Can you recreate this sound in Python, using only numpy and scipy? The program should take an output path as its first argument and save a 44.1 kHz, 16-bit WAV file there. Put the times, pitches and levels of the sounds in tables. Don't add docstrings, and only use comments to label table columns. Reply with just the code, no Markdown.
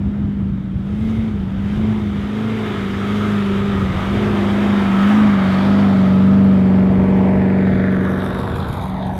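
import sys
import numpy as np
from scipy import signal
from scipy.fft import rfft, irfft, next_fast_len
from scipy.io import wavfile
from scipy.ndimage import uniform_filter1d, map_coordinates

SR = 44100
rng = np.random.default_rng(int(sys.argv[2]) if len(sys.argv) > 2 else 0)


def natural_amplitude(level_db):
    exponent = np.asarray(level_db, float) / 20
    return 10 ** exponent


def pcm_store(signal):
    levels = np.round(np.clip(np.atleast_2d(signal), -1, 1) * 32767)
    wavfile.write(sys.argv[1], SR, levels.astype(np.int16).T)


N = 405271
TIME = np.arange(N) / SR


def unit(x):
    return x / np.sqrt(np.mean(x ** 2) + 1e-20)


def along(points, hz):
    f, v = np.transpose(points)
    return np.interp(np.log(hz + 1), np.log(f + 1), v)


def curves(rows):
    s, *cols = np.transpose(rows)
    return [np.interp(TIME, s, c) for c in cols]


def swells(rows):
    return sum(height * np.exp(-.5 * ((TIME - s) / half) ** 2) for s, half, height in rows)


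def wobble(rate):
    return map_coordinates(rng.standard_normal(int(N * rate / SR) + 4), [TIME * rate])


def filtered(x, response):
    m = next_fast_len(N + SR // 4)
    return irfft(rfft(x, m) * response(np.fft.rfftfreq(m, 1 / SR)), m)[:N]


def rush(spectrum, patchy_db, gate=1):
    z = signal.stft(gate * rng.standard_normal(N), nperseg=512)[2]
    field = uniform_filter1d(rng.standard_normal(z.shape), size=3, axis=0)
    field = uniform_filter1d(field, size=16, axis=1)
    x = signal.istft(z * natural_amplitude(patchy_db * unit(field)), nperseg=512)[1][:N]
    return unit(filtered(x, lambda hz: natural_amplitude(along(spectrum, hz))))


def beats(cycle, place, width):
    return np.exp(-.5 * (((cycle - place + .5) % 1 - .5) / width) ** 2)


# centre in seconds, half length in seconds, rise in Hz.
REV_FLARES = [(0.169, 0.232, 15.4), (1.073, 0.126, 31.5), (1.268, 0.077, 21.4), (1.879, 0.166, 28.2),
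              (2.498, 0.186, 31.9), (3.23, 0.198, 19.4), (3.688, 0.098, 10.8), (4.234, 0.112, 18.1),
              (4.645, 0.185, 15.4), (5.192, 0.109, 23.8), (5.775, 0.118, 12.0), (6.384, 0.109, 6.8),
              (7.342, 0.29, 2.0)]


def firing_rate():
    governed_hz = 188.5
    return governed_hz + swells(REV_FLARES)


# time in seconds, level in dB.
NOTE = [(0.0, -24.5), (0.47, -23.5), (0.59, -26.0), (1.87, -22.5), (2.64, -27.5), (3.41, -20.5),
        (3.79, -19.5), (4.03, -26), (4.08, -22.5), (5.25, -14), (5.42, -16.5), (6.34, -11), (8.0, -17),
        (8.74, -34.8), (8.74, -33.2), (8.85, -31), (8.9, -25.2), (9.19, -25.6)]


def note_db():
    db_per_hz = 0.1664
    return curves(NOTE)[0] + db_per_hz * swells(REV_FLARES)


# time in seconds, level in dB.
BAY = [(0, -55), (.67, -58), (1.1, -46.5), (1.48, -51.5), (1.76, -44.5), (2.07, -45.5), (2.66, -38.5),
       (2.97, -39.5), (3.22, -37), (3.66, -39.5), (4.2, -36), (4.79, -36.5), (5.07, -35.5), (5.37, -38.5),
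       (5.58, -36.5), (6.58, -47), (7.6, -59.5), (9.19, -54.5)]
# time in seconds, level of the pops in dB.
TAIL = [
    (5.8, -62.5),
    (6.4, -42.5),
    (6.8, -37.5),
    (7.2, -34.5),
    (7.6, -34.5),
    (8, -35),
    (8.3, -37),
    (8.9, -43.5),
    (9.19, -45),
]


def heard(mix):
    full_bay_db = -36
    note, bay, tail = note_db(), curves(BAY)[0] - full_bay_db, curves(TAIL)[0]
    levels = []
    for over_note, at_full_bay, swing, over_tail in mix:
        power = natural_amplitude(2 * (note + over_note)) + natural_amplitude(2 * (at_full_bay + swing * bay)) + natural_amplitude(2 * (tail + over_tail))
        levels.append(10 * np.log10(power))
    return levels


# first order, last order, centre
# in seconds, half length in seconds, extra level in dB.
BOOMS = [(14, 14, 3.7, 0.19, -5), (14, 14, 4.55, 0.32, 10), (10, 12, 4.56, 0.19, -3), (14, 14, 2.5, .3, 4),
         (14, 14, 5.7, 0.13, 4.5), (16, 16, 0.86, .8, -9.5), (16, 16, 2.5, 0.35, 2),
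         (13, 13, 4.45, 0.27, 4), (16, 16, 3.2, 0.51, 3), (16, 16, 4, 0.087, -17),
         (16, 16, 4.96, 0.25, -10), (9, 13, 1.03, 0.59, -4), (9, 13, 3.49, 0.19, -9.5),
         (21, 36, 1.6, 1.6, -8.5), (21, 36, 5.05, 0.2, -8.5), (21, 36, 5.9, 0.34, 2.5),
         (1, 7, 5.03, .25, -5.5), (15, 20, 5.3, 0.32, -4.5), (9, 36, 8.8, .35, -4.5),
         (21, 36, 8.5, .2, -3.5)]


def boom_db(order):
    return swells(row[2:] for row in BOOMS if round(row[0]) <= order <= round(row[1]))


# multiple of the four-stroke cycle, level in dB from the front, level in dB from behind.
ORDERS = [(1, -42.5, -47.5), (2, -26.5, -42.5), (3, -22.5, -24), (4, -9.5, -9.5), (5, -17.5, -17),
          (6, -17, -11.5), (7, -23.5, -29), (9, -22, -30), (10, -18.5, -11), (11, -25.5, -12.5),
          (12, -31.5, -19.5), (13, -24, -22), (14, -19.5, -20), (15, -19, -26), (16, -15.5, -17),
          (17, -27.5, -21.5), (18, -21.5, -24.5), (19, -28.5, -22.5), (20, -31, -19.5), (21, -24, -23),
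          (22, -25, -26), (23, -28.5, -40), (24, -23, -17), (25, -33.5, -18.5), (26, -23, -12.5),
          (27, -33.5, -26.5), (28, -36, -22.5), (29, -36, -29), (30, -34.5, -37.5), (32, -42, -36.5),
          (36, -41, -23)]
# dB over the note, dB at full bay, swing with the bay in dB per dB, dB over the tail.
ORDER_MIX = [
    (-12.5, -30.5, 0.34, 6.5),
    (-13, -35, 0.55, 6),
    (-22.5, -30, 0.95, 7),
    (-25, -37, 0.6, 0),
]
STRONG_BLOWS = [
    (.41, 1),
    (.89, .8),
]
# frequency in Hz, level in dB per Hz.
DRONE = [(120, -35.5), (230, -4), (350, -2.5), (480, -6.5), (700, -31.5), (1500, -86.5)]


def exhaust_tone(cycle, firing_db):
    firing_phase = 2 * np.pi * 8 * cycle + .08 * wobble(25)
    out = np.sqrt(2) * natural_amplitude(firing_db + .5 * wobble(14)) * np.sin(firing_phase)
    behind = np.clip((TIME - 5) / .8, 0, 1)
    ragged = np.interp(TIME, [1.8, 3, 5, 6.2, 8.3, 8.7], [1.7, 1.4, 1.2, .25, .25, 1.5])
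    groups = np.split(np.array(ORDERS), [7, 12, 19])
    group_levels = heard(ORDER_MIX)
    for group, group_db in zip(groups, group_levels):
        front, rear = (gain / np.linalg.norm(gain) for gain in natural_amplitude(group[:, 1:].T))
        for k, a, b in zip(np.round(group[:, 0]), front, rear):
            start = 2 * np.pi * rng.random()
            if k in (6, 10):
                start = np.pi / 2 * np.sign(8 - k)
            if k > 20:
                blows = sum(size * np.exp(-2j * np.pi * k * place) for place, size in STRONG_BLOWS)
                start = np.angle(blows) - np.arctan((k - 25) / 4)
            level = natural_amplitude(group_db + boom_db(k) + 1.6 * ragged * wobble(4))
            size = (a + (1.2 * b - a) * behind) * level
            out += np.sqrt(2) * size * np.cos(2 * np.pi * k * cycle + start + .6 * ragged * wobble(7))
    drone_db = group_levels[2] + boom_db(order=18) - 1.5 - 3.5 * behind
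    return out + natural_amplitude(drone_db) * rush(DRONE, patchy_db=3.0)


# frequency in Hz, level in dB per Hz.
ROAR_COLOUR = [(290, -33.5), (500, -8), (650, -1), (900, -0.5), (1300, -1.5), (1700, -3.5), (2250, -8.5),
               (2700, -15), (3150, -14), (3750, -17.5), (4100, -26.5), (5300, -30), (12700, -42),
               (15700, -46)]
BAND_HZ = [784, 2410, 4780]
# dB over the note, dB at full bay, swing with the bay in dB per dB, dB over the tail.
ROAR_MIX = [
    (-26, -34.5, 2.3, 9),
    (-29, -32, 1.21, 2.5),
    (-58.5, -37, 0.97, -21.5),
    (-72, -51, 0.88, -29),
]
# layer (0 body, 1 block, 2 clatter, 3 hiss), centre in seconds,
# half length in seconds, extra level in dB.
FLARES = [(0, 0.48, .6, -4), (0, 3.18, 0.39, -7), (0, 5.9, 0.3, 6.5), (0, 8.88, 0.6, 4.5),
          (1, 5.4, 0.3, 4.5), (1, 1.12, .1, -5.5), (3, 1.05, .1, 3), (3, 3.22, .1, 2), (3, 5.1, .08, 3),
          (3, 1.76, .05, 1.5), (1, 9.26, .25, -3)]


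def roar(cycle):
    firing_throb = 0.067 * np.cos(2 * np.pi * 8 * cycle)
    crank_throb = 0.046 * np.cos(2 * np.pi * 2 * cycle + wobble(2.8))
    gate = (1 + firing_throb + crank_throb) * natural_amplitude(0.45 * wobble(30))
    noise = rush(ROAR_COLOUR, patchy_db=1.16, gate=gate)
    lows = [filtered(noise, lambda hz: 1 / (1 + (hz / edge) ** 6)) for edge in BAND_HZ]
    bands = np.diff([0 * noise, *lows, noise], axis=0)
    bands[0] *= np.interp(TIME, [5.6, 6.4, 8, 8.5], [1, .45, .45, 1])
    out = []
    for k, (db, band) in enumerate(zip(heard(ROAR_MIX), bands)):
        flare_db = swells(row[1:] for row in FLARES if round(row[0]) == k)
        out.append(natural_amplitude(db + flare_db) * band / np.std(band[:SR]))
    return out


CYLINDER_DB = [0, -11, -12, -7, -3, -11, -12, -8]
# frequency in Hz, level in dB.
POP_COLOUR = [(300, -39.5), (600, -8.5), (900, 6), (1700, 2), (2300, -3.5), (3500, -28), (7000, -41),
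              (16000, -62)]


def pops(cycle):
    firing = 8 * (cycle - .43)
    at = np.flatnonzero(np.diff(np.floor(firing)) > 0)
    cylinder = np.floor(firing[at + 1]).astype(int) % 8
    blows = np.zeros(N)
    blows[at] = natural_amplitude(np.take(CYLINDER_DB, cylinder) + 1.5 * rng.standard_normal(len(at)))
    crack = unit(filtered(blows, lambda hz: natural_amplitude(along(POP_COLOUR, hz)) * np.exp(-1j * np.arctan(hz / 600))))
    puff_s = .002
    trail = signal.lfilter([1], [1, -np.exp(-1 / (puff_s * SR))], blows)
    puff = rush(POP_COLOUR, patchy_db=1, gate=trail)
    return natural_amplitude(curves(TAIL)[0]) * (1.05 * crack + .5 * puff)


# place in the cycle from 0 to 1, level in dB.
PUFFS = [
    (0.361, 0.5),
    (.63, -4),
    (.97, -3.5),
]
# time in seconds, level of the fizz in dB.
JET = [
    (6.3, -72.5),
    (7.55, -73.5),
    (8.05, -63.5),
    (8.35, -57),
    (8.78, -57.5),
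    (8.83, -51),
    (8.93, -66),
    (9.12, -65),
    (9.19, -57.5),
]
# frequency in Hz, level in dB per Hz.
FIZZ = [(3000, -45), (4800, -0.5), (6000, 0), (7500, -3), (10500, 2.5), (11800, 7), (12700, -8),
        (14100, -5.5), (15700, -16.5)]
# frequency in Hz, level in dB per Hz.
WHISTLE = [(2200, -50.5), (3200, -6), (3700, 0), (4100, -10.5), (4700, -16.5), (6000, -44.5)]
# centre in seconds, half length in seconds, extra level in dB.
WHISTLES = [
    (7.71, .08, 5.5),
    (8.35, .15, 8),
    (8.75, .15, 8),
    (9.03, 0.041, 2.5),
]


def jet(cycle):
    def puffs(lag):
        pulses = sum(natural_amplitude(db) * beats(cycle, place + lag, 0.031) for place, db in PUFFS)
        return (0.77 + pulses) * natural_amplitude(1.8 * wobble(45))

    fizz = rush(FIZZ, patchy_db=0.2, gate=puffs(0) ** 1.3)
    whistle = rush(WHISTLE, patchy_db=2.0, gate=puffs(.04))
    fizz_fade = np.clip((TIME - 5.5) / .4, 0, 1)
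    whistle_fade = np.clip((TIME - 7.2) / 0.46, 0, 1)
    whistle_db = -56 + swells(WHISTLES) + 3
    return fizz_fade * natural_amplitude(curves(JET)[0] + 5) * fizz, whistle_fade * natural_amplitude(whistle_db) * whistle


# dB over the note, dB at full bay, swing with the bay in dB per dB, dB over the tail.
HOLLOW_MIX = [
    (-62.5, -36.5, 0.81, -40),
    (-60, -45, 1.1, -39.5),
]
# time in seconds, frequency in Hz.
INTAKE_HZ = [(0, 1290), (3.599, 1279), (4.099, 1210), (4.8, 1321), (5.301, 1190), (5.8, 1283), (6.6, 1266)]
# centre in seconds, half length in seconds, extra level in dB.
GULPS = [
    (3.25, 0.37, 9),
    (3.772, .06, 8),
    (4, 0.05, 7),
    (5.055, 0.15, 12.5),
    (6.197, 0.47, 10.5),
]
# centre in seconds, half length in seconds, extra level in dB.
COVER_RINGS = [
    (1.13, 0.15, 11.5),
    (1.9, .08, 8),
    (2.6, 0.19, 6),
    (3.501, 0.22, -15),
    (4.2, 0.1, 2),
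    (4.85, 0.051, 6),
]


def hollow():
    width_hz, cover_hz = 90, 2120
    intake_db, cover_db = heard(HOLLOW_MIX)
    cavities = [(intake_db + swells(GULPS), curves(INTAKE_HZ)[0]),
                (cover_db + swells(COVER_RINGS), np.full(N, cover_hz))]
    out = 0
    for db, centre_hz in cavities:
        a, b = (filtered(rng.standard_normal(N), lambda hz: 1 / (1 + (hz / width_hz) ** 2)) for _ in "ab")
        turn = 2 * np.pi * np.cumsum(centre_hz) / SR
        out = out + natural_amplitude(db - 3.0) * unit(a * np.cos(turn) + b * np.sin(turn))
    return np.clip((6.7 - TIME) / 0.33, 0, 1) * out


# time in seconds, level in dB.
SPRAY = [
    (4.9, -75),
    (5.3, -52),
    (5.7, -46.5),
    (6.1, -54.5),
    (6.6, -58),
    (7.2, -61.5),
    (7.9, -61.5),
    (8.3, -76),
]
# frequency in Hz, level in dB per Hz.
GRIT = [(3000, -41.5), (3900, -2), (4600, -0.5), (5400, -11.5), (7000, -32), (12000, -58.5)]


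def spray():
    return natural_amplitude(curves(SPRAY)[0]) * rush(GRIT, patchy_db=1.0, gate=natural_amplitude(2.5 * wobble(300)))


# centre in seconds, half length in seconds, extra level in dB.
GUSTS = [(.2, .15, 2.5), (1, 0.67, 4.5), (1.87, 0.19, 6.5), (2.35, 0.064, -9), (3.35, 0.26, -4.5),
         (3.82, 0.16, 5), (4.3, .35, 3), (5.95, 0.5, -4), (7, .12, 8), (7.6, 0.088, -4), (7.73, .05, 8),
         (8, 0.13, -2), (8.62, 0.12, 6)]
# frequency in Hz, level in dB per Hz.
BUFFET = [(10, -46.5), (25, -21), (45, -7.5), (76, -2), (110, -3), (160, -5.5), (260, -12.5), (500, -38.5),
          (2000, -100)]


def wind():
    level_db = -31 + swells(GUSTS) + 2.5
    return natural_amplitude(level_db) * unit(natural_amplitude(1.7 * wobble(16)) * rush(BUFFET, patchy_db=-0.5))


def off_sand(x, path_ms, share, dull_hz):
    dull = filtered(x, lambda hz: 1 / (1 + (hz / dull_hz) ** 4))
    late = np.interp(TIME - path_ms / 1000, TIME, dull)
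    return (x + share * late) / np.sqrt(1 + share ** 2)


# time in seconds, delay in milliseconds.
BODY_PATH = [(6, .25), (6.5, .28), (7.2, .33), (7.55, .42), (7.75, .5), (8.1, .62), (8.65, .75), (8.9, .92),
             (9.19, 1.3)]
# time in seconds, share from 0 to 1.
SAND_SHARE = [(6, 0.05), (6.8, 0.4), (7.2, 0.6), (7.8, 0.68), (8.3, 0.5), (8.8, 0.6), (9.19, 0.55)]


def scene():
    cycle = np.cumsum(firing_rate() / 8) / SR
    *block, hiss = roar(cycle)
    fizz, whistle = jet(cycle)
    body = off_sand(sum(block) + pops(cycle), curves(BODY_PATH)[0], share=curves(SAND_SHARE)[0], dull_hz=2400)
    jet_path_ms = .21 + .143 * np.clip(TIME - 7.2, 0, None)
    jet_share = .65 * np.clip((TIME - 7.2) / .5, 0, 1)
    gas = off_sand(hiss + fizz, jet_path_ms, share=jet_share, dull_hz=11500)
    vehicle = exhaust_tone(cycle, note_db()) + body + hollow() + spray() + gas + whistle
    return (vehicle + wind())[None]


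def top_cut(x):
    return signal.sosfilt(signal.butter(12, 15710, fs=SR, output="sos"), x)


def record(dry):
    ceiling = .575
    held = dry / (1 + np.abs(dry / ceiling) ** 12) ** (1 / 12)
    return top_cut(held)


dry = scene()
out = record(dry)
pcm_store(out)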